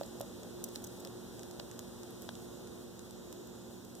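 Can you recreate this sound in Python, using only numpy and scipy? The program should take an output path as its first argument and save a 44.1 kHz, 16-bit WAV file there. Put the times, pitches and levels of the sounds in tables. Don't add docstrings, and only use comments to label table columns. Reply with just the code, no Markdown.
import sys
import numpy as np
from scipy import signal
from scipy.fft import rfft, irfft
from scipy.io import wavfile

SR = 44100
rng = np.random.default_rng(int(sys.argv[2]) if len(sys.argv) > 2 else 0)


def put_to_file(sound):
    columns = np.atleast_2d(sound).T
    safe = np.clip(columns, -1, 1)
    whole_steps = np.round(safe * 32767)
    wavfile.write(sys.argv[1], SR, whole_steps.astype(np.int16))


N = 176400
T = np.arange(N) / SR
CLICK_T = np.arange(2048) / SR
BINS_HZ = np.maximum(np.arange(N // 2 + 1) * SR / N, 1)


def from_db(db):
    return 10 ** (np.asarray(db) / 20)


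def unit_rms(x):
    return x / np.sqrt(np.mean(x ** 2) + 1e-20)


def unit_energy(x):
    return x / np.sqrt(np.sum(x ** 2, axis=-1, keepdims=True) + 1e-20)


def pan(db):
    return from_db(np.array([[-1], [1]]) * db)


def over_hz(points):
    hz, value = np.transpose(points)
    return np.interp(np.log(BINS_HZ), np.log(hz), value)


def drift(rate_hz):
    return unit_rms(irfft(rfft(rng.standard_normal(N)) / (1 + (BINS_HZ / rate_hz) ** 2), N))


def resonate(x, hz, q):
    return signal.lfilter(*signal.iirpeak(hz, q, fs=SR), x)


def add(out, start_s, sound):
    i = int(start_s * SR)
    out[:, i:i + sound.shape[-1]] += sound[..., :N - i]


def grit(envelope):
    return unit_energy(rng.standard_normal((2, len(CLICK_T))) * envelope)


def in_hideout(contact, tail_db=-8.5, decay_s=.004):
    return unit_energy(contact) + from_db(tail_db) * grit(np.exp(-CLICK_T / decay_s))


def at_level(click, db):
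    return from_db(db) * unit_energy(click) * np.sqrt(SR / 1000)


# f/Hz, relative level/dB
FAN_AIR = [(24, -35), (42, -13.5), (80, -3), (125, -1), (160, -1.5), (270, 1.5), (480, -0.5), (650, -10),
           (1000, -15), (1500, -30), (3000, -64)]
# f/Hz, left level/dB, right level/dB, phase between the sides/rad
HUM_LINES = [(59, -69, -75, 1), (118.74, -61.5, -67.5, 0.85), (189.2, -63, -58, 1.22),
             (235, -59, -58.5, .64), (356.3, -53, -54, 1.55)]

def fan(air_db=-51.5, coherence=.53, waver_db=1.9, wander_rad=.45):
    white = rng.standard_normal((3, N))
    air = np.sqrt(coherence) * white[0] + np.sqrt(1 - coherence) * white[1:]
    rumble = unit_rms(irfft(rfft(air) * from_db(over_hz(FAN_AIR)), N))
    out = from_db(air_db) * pan(2) * rumble
    for hz, left_db, right_db, apart in HUM_LINES:
        phase = 2 * np.pi * hz * T + wander_rad * drift(rate_hz=1.6)
        sides = np.array([from_db(left_db) * np.sin(phase), from_db(right_db) * np.sin(phase + apart)])
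        out += np.sqrt(2) * from_db(waver_db * drift(rate_hz=8.8)) * sides
    return out


# f/Hz, relative level/dB
MIC_NOISE = [(500, -5), (1400, 7.5), (2200, -1.5), (2900, 0), (3700, 6), (4800, 3), (6700, 5.5),
             (8200, 2.5), (9400, 1), (10200, -9), (10800, -2), (12200, -0.5), (13000, 2), (14300, -5),
             (15000, -3)]

def hiss(level_db=-58.5, top_hz=15300):
    lean = pan(.5 / (1 + (1800 / BINS_HZ) ** 6))
    lowpass = 1 / (1 + (BINS_HZ / top_hz) ** 100)
    spectrum = rfft(rng.standard_normal((2, N))) * from_db(over_hz(MIC_NOISE))
    return from_db(level_db) * unit_rms(irfft(spectrum * lean * lowpass, N))


def rustle(level_db=-68.5, swing_db=4.5):
    brush = unit_rms(resonate(rng.standard_normal((2, N)), hz=8100, q=1))
    return brush * from_db(level_db + swing_db * np.minimum(drift(rate_hz=9), 2))


def tones(lines):
    return sum(from_db(db) * np.sqrt(2) * np.sin(2 * np.pi * hz * T + .13 * drift(rate_hz=3.4))
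               for hz, db in lines)


# f/Hz, relative level/dB
WHINE_LINES = [(8985, -83), (9270, -83), (9411, -80), (9554, -76), (9982, -86)]
# f/Hz, relative level/dB
WHISTLE_LINES = [(6762, -72), (7581, -78)]
# start t/s, end t/s
WHISTLE_SPANS = [(0, .3), (2.35, 2.6), (3.15, 3.8)]

def electronics(drop_s=2.85, drop_db=8):
    whine = tones(WHINE_LINES) * from_db(6 - drop_db * (T > drop_s)) * np.array([[1], [0]])
    on = sum((T >= start) & (T < end) for start, end in WHISTLE_SPANS)
    whistle = tones(WHISTLE_LINES) * on * from_db(-.3) * pan(3)
    return whine + whistle


# t/s, relative level/dB, factor on the ring time
SHELTER_KNOCKS = [(0.0115, -29.5, 1), (.0320, -37, .3), (.2070, -33.5, 1.6), (1.5985, -39, .7)]
# f/Hz, relative level/dB, t60/s
SHELTER_MODES = [(571, -7.5, 0.084), (648, 1.5, 0.01), (503, -14, 0.035), (644, -18, .11)]

def knocks(contact_s=.00091, crack_db=-5.5):
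    out = np.zeros((2, N))
    t = T[:SR // 5]
    swell = 1 - np.exp(-(t / contact_s) ** 2)
    crack = from_db(crack_db) * np.exp(-t / .0001)
    for start_s, db, stretch in SHELTER_KNOCKS:
        ring = sum(from_db(mode_db - 60 * t / (t60 * stretch)) * np.sin(2 * np.pi * hz * t)
                   for hz, mode_db, t60 in SHELTER_MODES)
        add(out, start_s, from_db(db) * (ring * swell + crack) * pan(5.5))
    return out


# t/s, relative level/dB, tooth f/Hz, bright edge gain/dB
TOOTH_TICKS = [(0.034, -44, 4180, -14), (0.2122, -36.5, 7350, -5), (.4330, -46, 7060, -16),
               (0.7537, -45.5, 6700, -24), (0.7583, -33.5, 5400, -11), (1.0496, -39, 4840, -10),
               (1.0732, -45, 7200, -28), (1.3941, -44, 6800, -24), (1.4328, -44, 6600, -13),
               (1.5114, -45.5, 5500, -8), (1.5966, -43, 4630, -22), (1.5989, -36.5, 4260, -27),
               (1.7137, -43.5, 7100, -24), (1.7923, -36.5, 6660, -6), (2.033, -44.5, 6260, -21),
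               (2.1066, -49, 12000, -8), (2.3536, -45, 6900, -23), (2.673, -48.5, 6600, -20),
               (2.9929, -44.5, 6640, -27), (3.1091, -46.5, 7240, -12), (3.3268, -43, 5800, -7),
               (3.9522, -47, 7150, -17)]

def tooth_ticks(grit_s=.0007, top_hz=15000):
    out = np.zeros((2, N))
    soften = signal.butter(1, top_hz, fs=SR, output="sos")
    for start_s, db, tooth_hz, edge_db in TOOTH_TICKS:
        snap = in_hideout((CLICK_T == 0) + 1.7 * grit(np.exp(-CLICK_T / grit_s)))
        tooth = resonate(snap, tooth_hz, q=3.4)
        edge = from_db(edge_db) * resonate(snap, hz=13600, q=3)
        head = from_db(-15) * resonate(snap, hz=3400, q=2.5)
        jaw = from_db(-9) * resonate(snap, hz=1400, q=1.5)
        tick = signal.sosfilt(soften, tooth - edge - head - jaw)
        add(out, start_s, at_level(tick, db + .3) * pan(1.5))
    return out


# t/s, relative level/dB, length/s, bright edge gain/dB
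TOOTH_RASPS = [(.060, -49, 0.0033, -10), (0.198, -47.5, 0.0019, 1), (0.6402, -31.5, .0016, 3),
               (0.644, -36.5, 0.0009, -6), (.686, -46, 0.0046, -2), (.8220, -50, .001, -2),
               (.8405, -37.5, 0.0037, -3), (0.8464, -42, 0.00097, -7), (0.867, -42, 0.0089, -2),
               (1, -46, 0.0082, -2), (2.22, -44, .002, 1), (3.471, -50, .005, 0), (3.847, -50, .005, 0)]
# f/Hz, Q, gain/dB
TOOTH_MODES = [(3500, 3.6, -10), (6080, 6.7, 3), (7870, 6, 0.5)]

def tooth_rasps(slips_per_s=1800, slip_db=7, edge_hz=13200, low_hz=3000):
    out = np.zeros((2, N))
    low_cut = signal.butter(2, low_hz, "high", fs=SR, output="sos")
    for start_s, db, length_s, edge_db in TOOTH_RASPS:
        stroke = CLICK_T / length_s
        slips = from_db(slip_db * (rng.random(len(CLICK_T)) < slips_per_s / SR))
        friction = in_hideout(grit(slips * np.sqrt(stroke) * np.exp(-stroke ** 4)))
        ring = sum((-1) ** k * from_db(mode_db) * resonate(friction, hz, q)
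                   for k, (hz, q, mode_db) in enumerate(TOOTH_MODES))
        edge = from_db(edge_db) * resonate(resonate(friction, edge_hz, q=3.5), edge_hz, q=1.75)
        rasp = signal.sosfilt(low_cut, ring - edge)
        add(out, start_s, at_level(rasp, db + 1.5))
    return out


# t/s, level/dB
BEDDING_SHUFFLES = [(.45, -52.5), (1.05, -53.5), (1.4, -57)]

def shuffles(hz=450, q=1.6, swell_s=.03):
    rub = unit_rms(resonate(resonate(rng.standard_normal(N), hz, q), hz, q))
    swells = sum(from_db(db) * np.exp(-((T - peak_s) / swell_s) ** 2) for peak_s, db in BEDDING_SHUFFLES)
    return rub * swells


# t/s, level/dB before panning
CLAW_TAPS = [(1.5989, -46), (2.2907, -37)]
# f/Hz, Q, gain/dB
PLASTIC_MODES = [(564, 2.2, 6), (920, 2.3, -2.5), (1460, 4, -2), (3560, 3.9, 0.5)]

def taps(top_hz=6050):
    out = np.zeros((2, N))
    soften = signal.butter(2, top_hz, fs=SR, output="sos")
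    for start_s, db in CLAW_TAPS:
        pulse = signal.sosfilt(soften, in_hideout(1. * (CLICK_T == 0)))
        ring = sum(from_db(mode_db) * resonate(pulse, hz, q) for hz, q, mode_db in PLASTIC_MODES)
        add(out, start_s, at_level(ring, db) * pan(-5))
    return out


# t/s, gain/dB
BACKGROUND_GAIN = [(0, 0.5), (1.4, -0.17), (2.75, -0.5), (2.9, -1.85), (3.4, -1), (4, -3)]

def scene():
    sag = from_db(np.interp(T, *np.transpose(BACKGROUND_GAIN)))
    background = (fan() + hiss() + rustle()) * sag + electronics()
    return background + knocks() + tooth_ticks() + tooth_rasps() + shuffles() + taps()


# f/Hz, share of the amplitude
CROSSFEED_SHARE = [(300, 0.015), (700, 0.85), (1100, 0.61), (2300, 1), (3500, 0.94), (4500, 0.68),
                   (6500, 0.11), (9000, 0.31), (13000, 0.28), (15300, 0.68)]

def record(dry, delay_s=.0004448, cutoff_hz=16300):
    spectrum = rfft(dry)
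    feed = over_hz(CROSSFEED_SHARE) * np.exp(-2j * np.pi * BINS_HZ * delay_s)
    wide = irfft(spectrum - feed * spectrum[::-1], N)
    return signal.sosfilt(signal.ellip(10, .2, 80, cutoff_hz, fs=SR, output="sos"), wide)


dry = scene()
out = record(dry)
put_to_file(out)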